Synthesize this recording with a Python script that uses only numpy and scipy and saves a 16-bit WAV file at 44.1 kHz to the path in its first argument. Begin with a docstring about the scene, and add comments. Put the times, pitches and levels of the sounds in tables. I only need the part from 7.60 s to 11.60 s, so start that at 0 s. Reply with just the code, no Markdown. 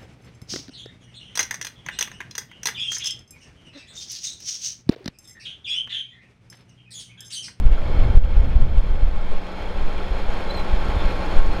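"""Wind rumbles on the microphone while a six-cylinder diesel tractor clatters across a field.
The tractor rolls slowly closer at steady revs, squeaking, its fan humming: knocks, ringing panels, tones.
Wind is shaped noise with puffs of hiss; its buffets are pressure dips that overload the microphone
and duck the gain. A bird gives one short, high chirp: a gliding, slightly rough whistle with overtones."""
import sys
import numpy as np
from scipy import signal
from scipy.fft import rfft, irfft
from scipy.io import wavfile
from scipy.ndimage import uniform_filter1d

SR = 44100
rng = np.random.default_rng(int(sys.argv[2]) if len(sys.argv) > 2 else 0)


def wrap_up_sound(samples):
    """Save the sound to the file named by the first command line argument, as 16-bit audio."""
    columns = np.atleast_2d(samples).T
    # keep every value between -1 and 1, then stretch to whole-number steps
    tamed = np.clip(columns, -1, 1)
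    steps = np.round(tamed * 32767).astype(np.int16)
    wavfile.write(sys.argv[1], SR, steps)


N = 176400
TIME = np.arange(N) / SR

# wind rumble at the microphone: start_s [s], level_db [dB]
RUMBLE_LEVEL = [(0, -13), (.25, -18.5), (.5, -15), (.7, -16.5), (1.05, -16), (1.25, -17.5), (1.5, -12.5),
                (1.75, -22.5), (1.88, -31), (2.05, -24.5), (2.25, -16.5), (2.4, -22), (2.65, -20),
                (2.9, -23), (3.15, -18), (3.45, -20), (3.65, -24.5), (3.85, -11.5), (4, -23.5)]
# colour of the rumble: frequency_hz [Hz], density_db [dB per Hz]
RUMBLE_COLOUR = [(8, 3.5), (18, 9), (30, -7), (50, -8.5), (75, -17), (110, -35.5), (200, -31.5),
                 (500, -81.5)]
# finer turbulence in the gusts: start_s [s], level_db [dB]
GUST_LEVEL = [(0, -24.5), (.2, -29.5), (.42, -19), (.56, -22.5), (.68, -25.5), (1, -23), (1.25, -33),
              (1.45, -32), (1.75, -54), (2.2, -38), (2.9, -44), (3.35, -32), (3.6, -33), (4, -39.5)]
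# colour of the turbulence: frequency_hz [Hz], density_db [dB per Hz]
GUST_COLOUR = [(25, -21), (55, 9), (92, 1), (155, -8), (300, -19), (700, -28), (2000, -69), (6000, -87)]
LUMPY_DB = 1   # spread of the wind's unevenness

# bands of a knock's thud, clack, rattle and tick: low_hz [Hz], high_hz [Hz]
KNOCK_BANDS = [(300, 1000), (1000, 2000), (2000, 3800), (3800, 12000)]
# drive of each cylinder's knock, in firing order, before its bands are filtered out:
# thud_db, clack_db, rattle_db, tick_db [dB over the steady rush]
CYLINDERS = [(-1, -2, 0, 0.5), (-9.5, -10, 4, 1.5), (1.5, 3.5, 2, 2), (-1, -5, -7, -11),
             (0, 2.5, -3.5, 2.5), (-2.5, 0.5, -1, -7)]
# level of the engine as heard, with gain recovery and wind hiss, rising as it nears:
# start_s [s], level_db [dB]
ENGINE_LEVEL = [(0, -39.5), (.2, -34.5), (.42, -32), (.56, -35), (.62, -38), (.72, -36.5), (.92, -37.5),
                (1.1, -38), (1.5, -36.5), (2, -33), (2.5, -31.5), (3, -29), (3.55, -28), (3.78, -28),
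                (3.87, -30.5), (4, -28.5)]
# filter that colours the clatter: frequency_hz [Hz], gain_db [dB, only the shape counts]
CLATTER_COLOUR = [(40, 13), (110, -3), (200, 1.5), (250, -2), (420, 1.5), (650, -0.5), (900, 0.5),
                  (1000, -5), (1550, -5.5), (1900, -10.5), (2450, -9.5), (2900, -15.5), (3500, -14),
                  (4500, -23.5), (5200, -23), (6000, -33), (7600, -37), (9000, -37.5), (12000, -42),
                  (15500, -51)]
# ringing of block and panels: pitch_hz [Hz], width_hz [Hz],
# level_db [dB gain on the blows, halfway through], growth_db_per_s [dB per s]
PANELS = [(299, 37, -16.5, 5.5), (542, 88, -2.5, -2), (843.4, 17, -1.5, 1), (1083.5, 14, 5.5, 1),
          (1350, 26, 0, -1), (2197, 32, -0.5, -2.5), (3150, 65, -0.5, -1), (3420, 100, -11, -3.5),
          (4190, 67, 3.5, 0), (4390, 60, 5, 2), (4630, 25, -2, -1), (6720, 230, 3.5, 0)]
# exhaust tones: order [multiple of the cycle rate]
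EXHAUST_ORDERS = [6, 7, 9, 12, 20, 21, 30, 42]
# level of each exhaust tone, halfway through: level_db [dB relative to the clatter]
EXHAUST_DB = [-13, -21.5, -16.5, -21, -26.5, -20, -25.5, -41]
# hum of fan and drives: pitch_hz [Hz], level_db [dB relative to the clatter, halfway through]
HUMS = [(183, -12.5), (312, -21), (366, -26.5)]

# buffets on the microphone: centre_s [s], peak_db [dB before the port leak], width_s [s to 1/e]
BUFFETS = [(0.061, 2.5, 0.0058), (0.123, -2, 0.0073), (0.4, -1.5, 0.0089), (0.505, -1.5, 0.004),
           (0.566, 11.5, 0.01), (0.646, -3, 0.0064), (0.806, -3, .005), (0.774, 1, 0.0069),
           (0.962, -0.5, 0.0042), (1.018, -1.5, 0.0098), (1.181, 2, 0.0072), (1.298, -8, 0.011),
           (1.428, -5, 0.0071), (1.488, -10, 0.014), (1.728, -2.5, 0.025), (2.233, -7, 0.022),
           (2.515, -8, 0.0074), (2.692, -6.5, 0.012), (3.135, -4, 0.0066), (3.292, -10, 0.0048),
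           (3.37, -7.5, 0.0038), (3.458, -5.5, 0.0079), (3.785, 3.5, 0.016), (3.894, -10, .011)]
# colour of the rush of air in a buffet: frequency_hz [Hz], density_db [dB per Hz]
PUFF_COLOUR = [(100, -3), (400, 5), (1200, -10.5), (3500, -15.5), (6000, -30), (15000, -45)]
# brief puffs of wind hiss and chuffs at the start, then squeaks and scrapes of the machine:
# centre_s [s], level_db [dB before the treble cut], length_s [s to 1/e, each side],
# pitch_hz [Hz], width_hz [Hz]
CHUFFS_AND_SQUEAKS = [(0.068, -44, 0.012, 1200, 2560), (0.145, -43, 0.018, 1200, 2540),
                      (.755, -46, 0.019, 1300, 2560), (0.918, -43, .026, 1500, 2130),
                      (3.402, -42, 0.029, 3550, 250), (3.697, -36, .012, 1380, 150),
                      (3.79, -47, 0.015, 3120, 250), (3.793, -35.5, 0.0092, 1430, 200)]
# ticks of the overloaded microphone: start_s [s], peak_db [dB]
TICKS = [(.556, -36), (.578, -30), (.62, -32), (.65, -33), (1.179, -36), (1.211, -40)]
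# the chirp: start_s [s], pitch_hz [Hz], level_db [dB], overtones_db [dB, second partial]
CHIRP = [(2.885, 4040, -56, -75), (2.911, 4020, -31, -60), (2.921, 4220, -52, -76), (2.938, 4220, -47, -74),
         (2.955, 4200, -37.5, -75), (2.966, 4200, -50, -62), (2.975, 4030, -41, -55),
         (2.987, 4040, -40, -69), (3.0, 4100, -45, -62), (3.02, 3980, -48, -72), (3.045, 4170, -62, -82)]

CYCLE_HZ = 9.775   # four-stroke cycles per second
SPEED_WANDER, FIRST_FIRING_S = .002, 0.0078   # share of the speed; time of the first knock
KNOCK_S, KNOCK_SCATTER_DB = 0.01, 2   # decay to 1/e; spread from firing to firing
GRIT_DB, GRIT_SAMPLES = 5, 24   # tiny impacts: up to this much stronger or 1.4 times this weaker; length
GEAR_ORDER, GEAR_DEPTH = 20, 0.058   # teeth meshing per cycle; how deeply they chop the blows
REPEAT_SHARE = 0.15   # share of the steady rush's power that is the same in every cycle
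PANEL_WAVER_DB, HUM_WAVER_DB = 0.9, 1.5   # each ringing and each tone comes and goes
DRONE_FADE_DB_PER_S = 0.5   # the tones grow less than the clatter as the tractor nears
SWAY_DB, FLUTTER_DB = .5, 0.27   # slow and fast unsteadiness of the engine's level
FINE_MODES_DB = 1.76   # many small modes of the sheet metal ripple the treble
FINE_MODE_SPACING_HZ, FINE_MODES_FROM_HZ = 69.75, 1700
BRIGHTEN_DB_PER_S, BRIGHT_HZ = 0.33, 4930   # the treble grows as the tractor comes nearer

PORT_LOW_HZ = 7.5   # the microphone lets slower pressure changes leak away
PUFF_DB = -36   # rush of air at full strength, which strong buffets approach
SQUEAK_TOP_HZ = 4200   # chuffs, squeaks and scrapes fade above this
TICK_HZ = 1500   # a tick's spectrum falls above this
THIRD_PARTIAL_DB = -3   # relative to the second
CHIRP_ROUGH = 0.0057   # jitter, share of the pitch
CHIRP_ECHO_S, CHIRP_ECHO_DB = 0.0217, -21   # one faint echo of the chirp

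CEILING, CUTOFF_HZ = 0.93, 15700   # overload level, full scale 1; top of the recorder's range
GAIN_THRESHOLD_DB, GAIN_RELEASE_DB_PER_S = 1, 81
GAIN_LAG_S, GAIN_ATTACK_S = 0.0215, 0.0055   # the gain control reacts late, then smoothly


def from_db(db):
    """Decibels to gain."""
    return 10 ** (np.asarray(db) / 20)


def rms_one(x):
    """Scale to rms 1."""
    return x / np.sqrt(np.mean(x ** 2) + 1e-20)


def in_time(rows):
    """Each column of a curve at every sample."""
    start_s, *columns = np.transpose(rows)
    return [np.interp(TIME, start_s, column) for column in columns]


def drift(rate):
    """Smooth chance at about this many turns a second; spread 1."""
    step = 40   # computed at every 40th sample, then joined by straight lines
    r = np.exp(-2 * step * np.pi * rate / SR)
    chance = rng.standard_normal(N // step + 2002)
    slow = signal.lfilter([1], [1, -2 * r, r * r], chance)[2000:]   # drop the run-in
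    return np.interp(np.arange(N) / step, np.arange(len(slow)), rms_one(slow))


def coloured(x, spectrum):
    """Filter a sound by a curve of gain over log frequency; rms 1."""
    hz, db = np.transpose(spectrum)
    bins = np.maximum(np.arange(N // 2 + 1) * SR / N, 1)
    gain = from_db(np.interp(np.log(bins), np.log(hz), db))
    return rms_one(irfft(rfft(x) * gain, N))


def resonance(x, hz, width_hz):
    """One two-pole resonance, gain 1 on top."""
    r = np.exp(-np.pi * width_hz / SR)
    zeros = np.array([1, 0, -1]) * (1 - r * r) / 2
    poles = [1, -2 * r * np.cos(2 * np.pi * hz / SR), r * r]
    return signal.lfilter(zeros, poles, x)


def wind_noise(curve, spectrum):
    """Lumpy pressure noise at the microphone that follows a level curve."""
    level_db, = in_time(curve)
    noise = coloured(rng.standard_normal(N), spectrum)
    evened = noise / np.sqrt(uniform_filter1d(noise ** 2, size=6000) + 1e-9)
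    lumpy = rms_one(evened * from_db(LUMPY_DB * drift(14)))
    return from_db(level_db) * lumpy


def clatter(cycles):
    """Each firing is a gritty knock of its cylinder's colour over a steady rush; block and panels ring."""
    count = len(CYLINDERS)
    firing, since = np.divmod((cycles - FIRST_FIRING_S * CYCLE_HZ) * count, 1)
    firing = firing.astype(int)
    strength = from_db(KNOCK_SCATTER_DB * rng.standard_normal(size=1000)[firing])
    knock = strength * np.exp(-since / (count * CYCLE_HZ * KNOCK_S))

    impact_db = GRIT_DB * np.repeat(rng.uniform(-1.4, 1, N), GRIT_SAMPLES)[:N]
    grit = rms_one(rng.standard_normal(N) * from_db(impact_db))

    place_in_cycle = (cycles % 1 * SR / CYCLE_HZ).astype(int)
    same = rng.standard_normal(N)[place_in_cycle]
    blows = np.sqrt(REPEAT_SHARE) * same + np.sqrt(1 - REPEAT_SHARE) * rng.standard_normal(N)
    for band, db in zip(KNOCK_BANDS, np.transpose(CYLINDERS)):
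        band_filter = signal.butter(2, band, "band", fs=SR, output="sos")
        blows = blows + signal.sosfilt(band_filter, grit * knock * from_db(db)[firing % count])
    blows = blows * (1 + GEAR_DEPTH * np.cos(2 * np.pi * GEAR_ORDER * cycles))

    rings = 0
    for hz, width_hz, db, growth in PANELS:
        ring_db = db + growth * (TIME - TIME.mean()) + PANEL_WAVER_DB * drift(10)
        rings = rings + from_db(ring_db) * resonance(blows, hz, width_hz)
    return coloured(blows + rings, CLATTER_COLOUR)


def rippled(x):
    """A dense set of small modes lifts some treble frequencies and leaves dips between them."""
    bins = np.arange(N // 2 + 1) * SR / N
    ripple = np.interp(bins / FINE_MODE_SPACING_HZ, np.arange(2000), rng.standard_normal(size=2000))
    treble_share = bins ** 2 / (bins ** 2 + FINE_MODES_FROM_HZ ** 2)
    return rms_one(irfft(rfft(x) * from_db(FINE_MODES_DB * ripple * treble_share), N))


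def tractor():
    """Clatter, exhaust orders and fan hum all follow one crankshaft; nearer is louder and brighter."""
    cycles = np.cumsum(CYCLE_HZ * (1 + SPEED_WANDER * drift(1.5))) / SR
    from_middle_s = TIME - TIME.mean()

    tones = list(zip(EXHAUST_ORDERS, EXHAUST_DB)) + [(hz / CYCLE_HZ, db) for hz, db in HUMS]
    drone = 0
    for order, db in tones:
        tone = from_db(HUM_WAVER_DB * drift(2.5)) * np.sin(2 * np.pi * order * cycles)
        drone = drone + from_db(db) * rms_one(tone)
    drone = drone * from_db(-DRONE_FADE_DB_PER_S * from_middle_s)

    rattle = rippled(clatter(cycles))
    treble_filter = signal.butter(1, BRIGHT_HZ, "high", fs=SR, output="sos")
    treble = signal.sosfiltfilt(treble_filter, rattle)
    rattle = rattle + treble * (from_db(BRIGHTEN_DB_PER_S * from_middle_s) - 1)

    level_db, = in_time(ENGINE_LEVEL)
    unsteady_db = SWAY_DB * drift(11.5) + FLUTTER_DB * drift(22)
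    return from_db(level_db + unsteady_db) * (rattle + drone)


def buffets():
    """Each eddy sucks briefly at the microphone port with a puff of air, and the pressure swings back."""
    suction = sum(from_db(db) * np.exp(-((TIME - s) / width) ** 2) for s, db, width in BUFFETS)
    puffs = from_db(PUFF_DB) * np.tanh(suction) * coloured(rng.standard_normal(N), PUFF_COLOUR)
    leak = signal.butter(1, PORT_LOW_HZ, "high", fs=SR, output="sos")
    return puffs - signal.sosfilt(leak, suction)


def chuffs_and_squeaks():
    """Broad puffs of hiss and chuffs, later squeaks and scrapes: noise through a doubled resonance."""
    bursts = 0
    for s, db, length, hz, width_hz in CHUFFS_AND_SQUEAKS:
        once = resonance(rng.standard_normal(N), hz, width_hz)
        burst = rms_one(resonance(once, hz, width_hz))
        bursts = bursts + from_db(db) * np.exp(-((TIME - s) / length) ** 2) * burst
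    return signal.sosfilt(signal.butter(2, SQUEAK_TOP_HZ, fs=SR, output="sos"), bursts)


def ticks():
    """The overloaded microphone ticks sharply: single impulses that decay exponentially."""
    clicks = np.zeros(N)
    for s, db in TICKS:
        clicks[int(s * SR)] = from_db(db)
    r = np.exp(-2 * np.pi * TICK_HZ / SR)
    return signal.lfilter([1], [1, -r], clicks + 1e-18)   # the offset avoids vanishingly small numbers


def bird():
    """A slightly rough whistle steps up and back down; overtones flare at the step down; one echo."""
    hz, db, overtones_db = in_time(CHIRP)
    phase = 2 * np.pi * np.cumsum(hz * (1 + CHIRP_ROUGH * drift(120))) / SR
    sounding = (TIME > CHIRP[0][0]) & (TIME < CHIRP[-1][0])
    overtones = np.sin(2 * phase) + from_db(THIRD_PARTIAL_DB) * np.sin(3 * phase)
    whistle = from_db(db) * np.sin(phase) + from_db(overtones_db) * overtones
    call = sounding * np.sqrt(2) * whistle   # levels are rms
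    return call + from_db(CHIRP_ECHO_DB) * np.interp(TIME - CHIRP_ECHO_S, TIME, call)


def scene():
    """Wind, tractor and bird at one microphone."""
    wind = wind_noise(RUMBLE_LEVEL, RUMBLE_COLOUR) + wind_noise(GUST_LEVEL, GUST_COLOUR)
    mix = wind + tractor() + buffets() + chuffs_and_squeaks() + ticks() + bird()
    return mix[None]


def record(dry):
    """Gain control ducks just after big pressure swings; the input stage squashes them; the top is cut."""
    over_db = np.maximum(20 * np.log10(np.abs(dry[0]) + 1e-9) - GAIN_THRESHOLD_DB, 0)
    fall_db = GAIN_RELEASE_DB_PER_S * TIME
    held_db = np.maximum.accumulate(over_db + fall_db) - fall_db   # peaks held, then released steadily
    r = np.exp(-1 / (GAIN_ATTACK_S * SR))
    smooth_db = signal.lfilter([1 - r], [1, -r], held_db)
    duck_db = np.interp(TIME - GAIN_LAG_S, TIME, smooth_db)
    ducked = dry * from_db(-duck_db)

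    # only the swing below 200 Hz is squashed; the rest rides on it until it clips
    swing = signal.sosfiltfilt(signal.butter(2, 200, fs=SR, output="sos"), ducked)
    squashed = swing / (1 + (swing / CEILING) ** 8) ** (1 / 8)
    clipped = np.clip(ducked - swing + squashed, -CEILING, CEILING)
    return signal.sosfilt(signal.ellip(10, .1, 80, CUTOFF_HZ, fs=SR, output="sos"), clipped)


dry = scene()
out = record(dry)
wrap_up_sound(out)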